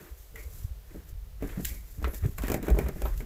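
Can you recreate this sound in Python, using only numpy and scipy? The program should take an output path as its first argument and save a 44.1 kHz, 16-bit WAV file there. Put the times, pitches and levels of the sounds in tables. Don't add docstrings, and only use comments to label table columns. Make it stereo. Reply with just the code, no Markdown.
import sys
import numpy as np
from scipy import signal
from scipy.fft import rfft, irfft
from scipy.io import wavfile
from scipy.ndimage import uniform_filter1d

SR = 44100
rng = np.random.default_rng(int(sys.argv[2]) if len(sys.argv) > 2 else 0)


def makeup_ratio(level_db):
    decades = np.asarray(level_db, float) / 20
    return 10 ** decades


def generate_wav(sig):
    pcm = np.round(np.clip(np.atleast_2d(sig).T, -1, 1) * 32767).astype(np.int16)
    wavfile.write(sys.argv[1], SR, pcm)


N = 143325


def colour(x, points):
    p = np.array(points, float)
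    size = 4096
    hz = np.maximum(np.arange(size // 2 + 1) * SR / size, 1)
    level_db = np.interp(np.log(hz), np.log(p[:, 0]), p[:, 1], -70, -70)
    cepstrum = irfft(level_db * np.log(10) / 20)
    cepstrum[1:size // 2] *= 2
    cepstrum[size // 2 + 1:] = 0
    ir = irfft(np.exp(rfft(cepstrum)))
    ir = ir / np.sqrt(np.sum(ir ** 2))
    return signal.fftconvolve(x, ir[None], axes=1)[:, :N]


def walk(rate):
    hold = int(SR / rate)
    steps = np.repeat(rng.standard_normal(N // hold + 1), hold)
    return uniform_filter1d(steps, hold)[:N]


def ports(alike):
    alike = np.clip(alike, 0, 1)
    noise = rng.standard_normal((3, N))
    return np.sqrt(alike) * noise[0] + np.sqrt(1 - alike) * noise[1:]


def add(out, s, x):
    i = max(int(s * SR), 0)
    out[..., i:i + x.shape[-1]] += x[..., :N - i]


def left_right(pan_db):
    return makeup_ratio(np.array([[pan_db], [-pan_db]]) / 2)


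def hush_and_handling():
    # f/Hz, level/dB
    hush_tone = [(120, -62), (200, -30), (424, -4), (883, -12), (7410, -18.5), (9230, -20.5), (13300, -14),
                 (16000, -15)]
    # t/s, level/dB
    shake_level = [
        (0, -55),
        (.5, -44.5),
        (.9, -45),
        (1.2, -47.5),
        (1.7, -38.5),
        (1.9, -49),
        (2.3, -41),
        (2.6, -42.5),
        (3.1, -38),
    ]
    # f/Hz, level per Hz/dB
    shake_tone = [(11, -32), (18, -7.5), (39, 8), (119, -12.5), (152, -16), (260, -34), (340, -85),
                  (570, -120)]
    shake_db = np.interp(np.arange(N) / SR, *np.array(shake_level).T)
    shake_db = shake_db + 2.5 * walk(20)
    hush = makeup_ratio(-58.56 + walk(3.26)) * colour(ports(0.043), hush_tone)
    return hush + makeup_ratio(shake_db + 2.5) * colour(ports(0.77), shake_tone)


def knocks():
    # t/s, peak level/dB, main pitch f/Hz, ring/s
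    board_knocks = [(0.009, -45, 140, 0.075), (.336, -54, 202, 0.11), (0.946, -36.5, 314, 0.11),
                    (1.424, -25, 280, 0.081), (1.442, -28.5, 249, 0.039), (1.574, -24.5, 198, 0.05),
                    (1.596, -29.5, 250, 0.062), (1.979, -41.5, 148, 0.092), (2.018, -32.5, 446, 0.02),
                    (2.027, -30, 298, 0.02), (2.045, -29.5, 336, 0.038), (2.073, -27.5, 500, 0.048),
                    (2.133, -36.5, 309, 0.051), (2.247, -29, 383, 0.057), (2.269, -33.5, 298, 0.064),
                    (2.388, -38, 165, 0.066), (2.437, -21.5, 352, .035), (2.482, -24, 340, 0.034),
                    (2.5, -21, 356, 0.047), (2.517, -18, 342, 0.033), (2.544, -17.5, 390, 0.06),
                    (2.58, -31, 245, 0.066), (2.626, -29, 274, 0.066), (2.682, -19.5, 360, 0.061),
                    (2.694, -20, 292, 0.054), (2.705, -23.5, 445, 0.035), (2.745, -25, 327, 0.045),
                    (2.768, -24, 400, 0.11), (2.787, -16, 304, 0.023), (2.798, -25.5, 163, 0.11),
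                    (2.859, -32, 149, 0.082), (2.89, -29, 298, 0.053), (2.958, -32, 256, 0.064),
                    (3.018, -27.5, 641, 0.055), (3.054, -26.5, 506, 0.053), (3.204, -32, 295, 0.035)]
    board_hz = [151.3, 191.5, 245, 288.4, 345.4, 396.8, 462, 527.4, 580, 678]
    focus, push_s = 2.19, 0.0026
    out, t = np.zeros((2, N)), np.arange(int(.4 * SR)) / SR
    chance = rng.standard_normal((len(board_knocks), 4, len(board_hz), 1))
    for (s, db, pitch_hz, ring_s), c in zip(board_knocks, chance):
        hz = np.array(board_hz, float)[:, None] * (1 + 0.034 * c[0])
        gain = makeup_ratio(2 * c[1]) / (1 + (focus * np.log2(hz / pitch_hz)) ** 2) ** 0.49
        ring = np.exp(-np.log(1000) * t * (hz / 300) ** 0.95 / ring_s)
        ring = ring * (1 - np.exp(-t / push_s))
        sides = []
        for side in (-1, 1):
            phase = c[2] / 2 + side * c[3] * hz * hz / 900000
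            sides.append(np.sum(gain * ring * np.sin(2 * np.pi * hz * t + phase), axis=0))
        both = np.array(sides)
        add(out, s, both * makeup_ratio(db + 1.5) / np.abs(both).max())
    return out


def swishes():
    # middle t/s, length/s, cloth level/dB, carpet level/dB
    brushes = [(0.024, 0.16, -54.5, -50.5), (0.408, 0.1, -51.5, -55.5), (0.213, 0.19, -57, -65.5),
               (0.574, 0.2, -50.5, -61.5), (0.962, 0.2, -59.5, -58), (1.093, 0.049, -55.5, -61),
               (1.435, 0.041, -58, -48), (1.496, 0.13, -52, -46.5), (1.595, 0.069, -54.5, -49),
               (1.673, 0.085, -42, -61), (1.736, 0.12, -48, -58), (1.91, 0.19, -53.5, -63.5),
               (2.062, 0.11, -57, -49.5), (2.163, 0.079, -45.5, -59), (2.302, .08, -54, -60),
               (2.242, 0.062, -54, -45.5), (2.458, 0.16, -48.5, -48), (2.548, 0.057, -46, -50.5),
               (2.67, 0.091, -50.5, -40.5), (2.798, 0.13, -50, -47.5), (2.87, 0.061, -71, -48.5),
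               (3.04, 0.25, -51.5, -49), (3.196, 0.071, -53, -74)]
    # f/Hz, level/dB
    cloth_tone = [(2400, -14), (3300, -11.5), (7500, -2.5), (9200, -10), (11600, 0), (14500, -0.5),
                  (16200, -8)]
    # f/Hz, level/dB
    carpet_tone = [(180, -46), (300, 3.5), (813, -12), (1850, -6), (2920, -20), (4000, -25.5), (5200, -84),
                   (8800, -120)]
    t, cloth, carpet = np.arange(N) / SR, 0, 0
    for s, length, cloth_db, carpet_db in brushes:
        swell = np.exp(-(2 * (t - s) / length) ** 2)
        cloth = cloth + makeup_ratio(cloth_db) * swell
        carpet = carpet + makeup_ratio(carpet_db) * swell
    fine, coarse = makeup_ratio(2 * walk(120)), makeup_ratio(2.5 * walk(130))
    return (colour(cloth * fine * ports(0.09), cloth_tone)
            + colour(carpet * coarse * ports(0.22), carpet_tone))


def thumps():
    # peak t/s, level/dB, pitch f/Hz, width/s, left
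    # minus right/dB
    low_thumps = [(.125, -33, 54, 0.02, 21), (0.472, -29.5, 60, 0.021, -26), (0.65, -21, 78, 0.0098, -40),
                  (0.715, -26, 56, 0.015, -27), (1.13, -31.5, 55, 0.0065, 13), (1.159, -30, 61, 0.012, 8),
                  (1.188, -37.5, 45.4, 0.034, 21), (1.231, -34.5, 48.6, 0.018, 25), (1.636, -38, 75, 0.017, 0),
                  (1.666, -34, 64.6, 0.055, 7), (1.721, -27, 54.2, 0.028, 3), (1.987, -31.5, 80, 0.0057, 14),
                  (1.999, -33.5, 67, 0.023, 13), (2.06, -22, 62.7, 0.047, -1.5), (2.095, -26, 45, 0.015, 1),
                  (2.228, -26.5, 70, 0.0047, 1), (2.24, -17.5, 72.5, 0.015, -3), (2.2608, -16, 119.6, 0.011, -1),
                  (2.296, -26.5, 74, 0.0038, -2), (2.413, -24.5, 57, 0.016, -3), (2.452, -27.5, 47, 0.059, -3),
                  (2.504, -23.5, 65, 0.011, -1), (2.727, -11.5, 55.6, 0.031, -1),
                  (2.768, -20.5, 42.7, 0.035, -2), (2.857, -22, 62, 0.041, -4), (3.046, -17.5, 48.6, 0.022, -1),
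                  (3.082, -28.5, 51, 0.018, 2), (3.122, -41, 44.7, 0.033, 0)]
    out, t = np.zeros((2, N)), np.arange(-.1 * SR, .1 * SR) / SR
    chance = rng.standard_normal((len(low_thumps), 2, 1))
    for (s, db, hz, width, pan_db), c in zip(low_thumps, chance):
        sides = left_right(pan_db)
        phase = .3 * (c - c.mean())
        swing = np.exp(-2.8 * (t / width) ** 2) * np.cos(2 * np.pi * hz * t + phase)
        add(out, s + t[0], makeup_ratio(db) * sides / sides.mean() * swing)
    return out


def scrapes():
    # t/s, length/s, level/dB, pitch f/Hz, bandwidth/Hz
    rubs = [(.356, 0.03, -37, 1990, 220), (.383, .065, -43, 2140, 250), (.357, .05, -47, 1500, 900),
            (1.66, .15, -46, 2150, 450), (1.648, .003, -27, 3200, 3000), (2.043, .007, -23, 1350, 1300),
            (3.054, .011, -26, 950, 900), (2.14, 0.022, -42, 1850, 280), (3.048, .05, -41, 12100, 270),
            (.338, 0.24, -52, 470, 155), (.95, 0.11, -44, 154, 19), (2.746, 0.013, -33, 800, 700),
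            (2.05, .04, -41, 1500, 900), (2.767, 0.025, -34, 900, 700), (2.44, .03, -38, 1900, 600),
            (1.49, .05, -46, 1900, 1200), (2.08, .14, -46, 11800, 1500), (1.6, .17, -42, 190, 110),
            (3.215, .06, -42, 220, 120), (2.79, .025, -37, 2000, 700), (2.42, .14, -41, 1300, 1500)]
    out, grip = np.zeros((2, N)), ports(.5) * makeup_ratio(2 * walk(150))
    for s, length, db, hz, width in rubs:
        rub = grip[:, int(s * SR):int((s + 2 * length) * SR)]
        middle = rub.mean(0)
        rub = middle + min(hz / 700, 1) * (rub - middle)
        rub = rub * makeup_ratio(-14 * (np.arange(rub.shape[1]) / SR / length) ** 1.3)
        b, a = signal.iirpeak(hz, hz / width, SR)
        sung = signal.lfilter(b, a, signal.lfilter(b, a, rub))
        add(out, s, makeup_ratio(db) * np.sqrt(SR / width / np.pi) * sung)
    return out


def decay(t60):
    t = np.arange(int(.4 * SR)) / SR
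    return makeup_ratio(-60 * t / t60) + makeup_ratio(-10 - 60 * t / t60 / 2.6)


def cracks():
    # t/s, peak level/dB, treble share/dB
    slips = [(0.358, -46, 1), (1.424, -37, -11), (1.648, -55.5, 23.5), (1.652, -55.5, 28.5),
             (2.027, -43, -2.5), (2.043, -35.5, -13), (2.078, -53.5, 8), (2.136, -40, -11),
             (2.145, -48.5, 8), (2.261, -63, 18), (2.38, -41, -2.5), (2.383, -32.5, -4), (2.421, -41, -0.5),
             (2.436, -33.5, -12), (2.47, -46, 3.5), (2.482, -26.5, -7.5), (2.5, -31.5, -2.5),
             (2.518, -26.5, -3), (2.542, -25, -5.5), (2.628, -36.5, -4.5), (2.667, -34.5, -13),
             (2.683, -27.5, -13), (2.702, -36, -2), (2.788, -25.5, -8.5), (2.862, -33.5, -21),
             (2.885, -35, -3), (3.019, -32.5, -5.5), (3.177, -60.5, 18), (3.205, -35, -12)]
    # f/Hz, level/dB
    wood_tone = [(350, 4.5), (600, 2), (892, -4), (1700, -5.5), (2400, -4.5), (2980, -20), (4000, -25),
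                 (8800, -120)]
    # f/Hz, level/dB
    tick_tone = [(880, -91), (1500, -5.5), (2880, -9.5), (4550, -11), (7540, -5), (9190, -11), (16000, -1)]
    low, high, snap = np.zeros(N), np.zeros(N), np.zeros((2, N))
    grit_fall, tick_fall = decay(.035), decay(.022)
    for s, db, treble_db in slips:
        add(low, s, makeup_ratio(db - 3) * grit_fall)
        add(high, s, makeup_ratio(db + treble_db + 1.02) * tick_fall)
        add(snap, s, makeup_ratio(np.array([[db + 10.5], [db + treble_db + 17]])))
    wood = colour(low * ports(0.13) + snap[0], wood_tone)
    ticks = colour(high * ports(0.033) + snap[1], tick_tone)
    return wood + left_right(-3) * ticks


def hallway(hits):
    t60_s, dull_hz = 0.21, 2900
    t = np.arange(int(.6 * SR)) / SR
    tail = rng.standard_normal((2, len(t))) * makeup_ratio(-60 * t / t60_s) * (t > .004)
    tail = signal.sosfilt(signal.butter(1, dull_hz, fs=SR, output="sos"), tail)
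    tail = tail / np.sqrt(np.sum(tail ** 2) / 2)
    return signal.fftconvolve(hits, tail, axes=1)[:, :N]


def scene():
    port_lag_s, right_db = 0.00028, -0.82
    hits = knocks() + scrapes() + cracks()
    near = hits + swishes() + makeup_ratio(-12.5) * hallway(hits)
    near[1] = np.roll(near[1], int(port_lag_s * SR))
    return (near + thumps() + hush_and_handling()) * makeup_ratio(np.array([[0], [right_db]]))


def low_pass(x):
    return signal.sosfilt(signal.butter(12, 16820, fs=SR, output="sos"), x)


def record(dry):
    top = signal.cheby2(12, 50, 16150, fs=SR, output="sos")
    return low_pass(signal.sosfilt(top, dry))


dry = scene()
out = record(dry)
generate_wav(out)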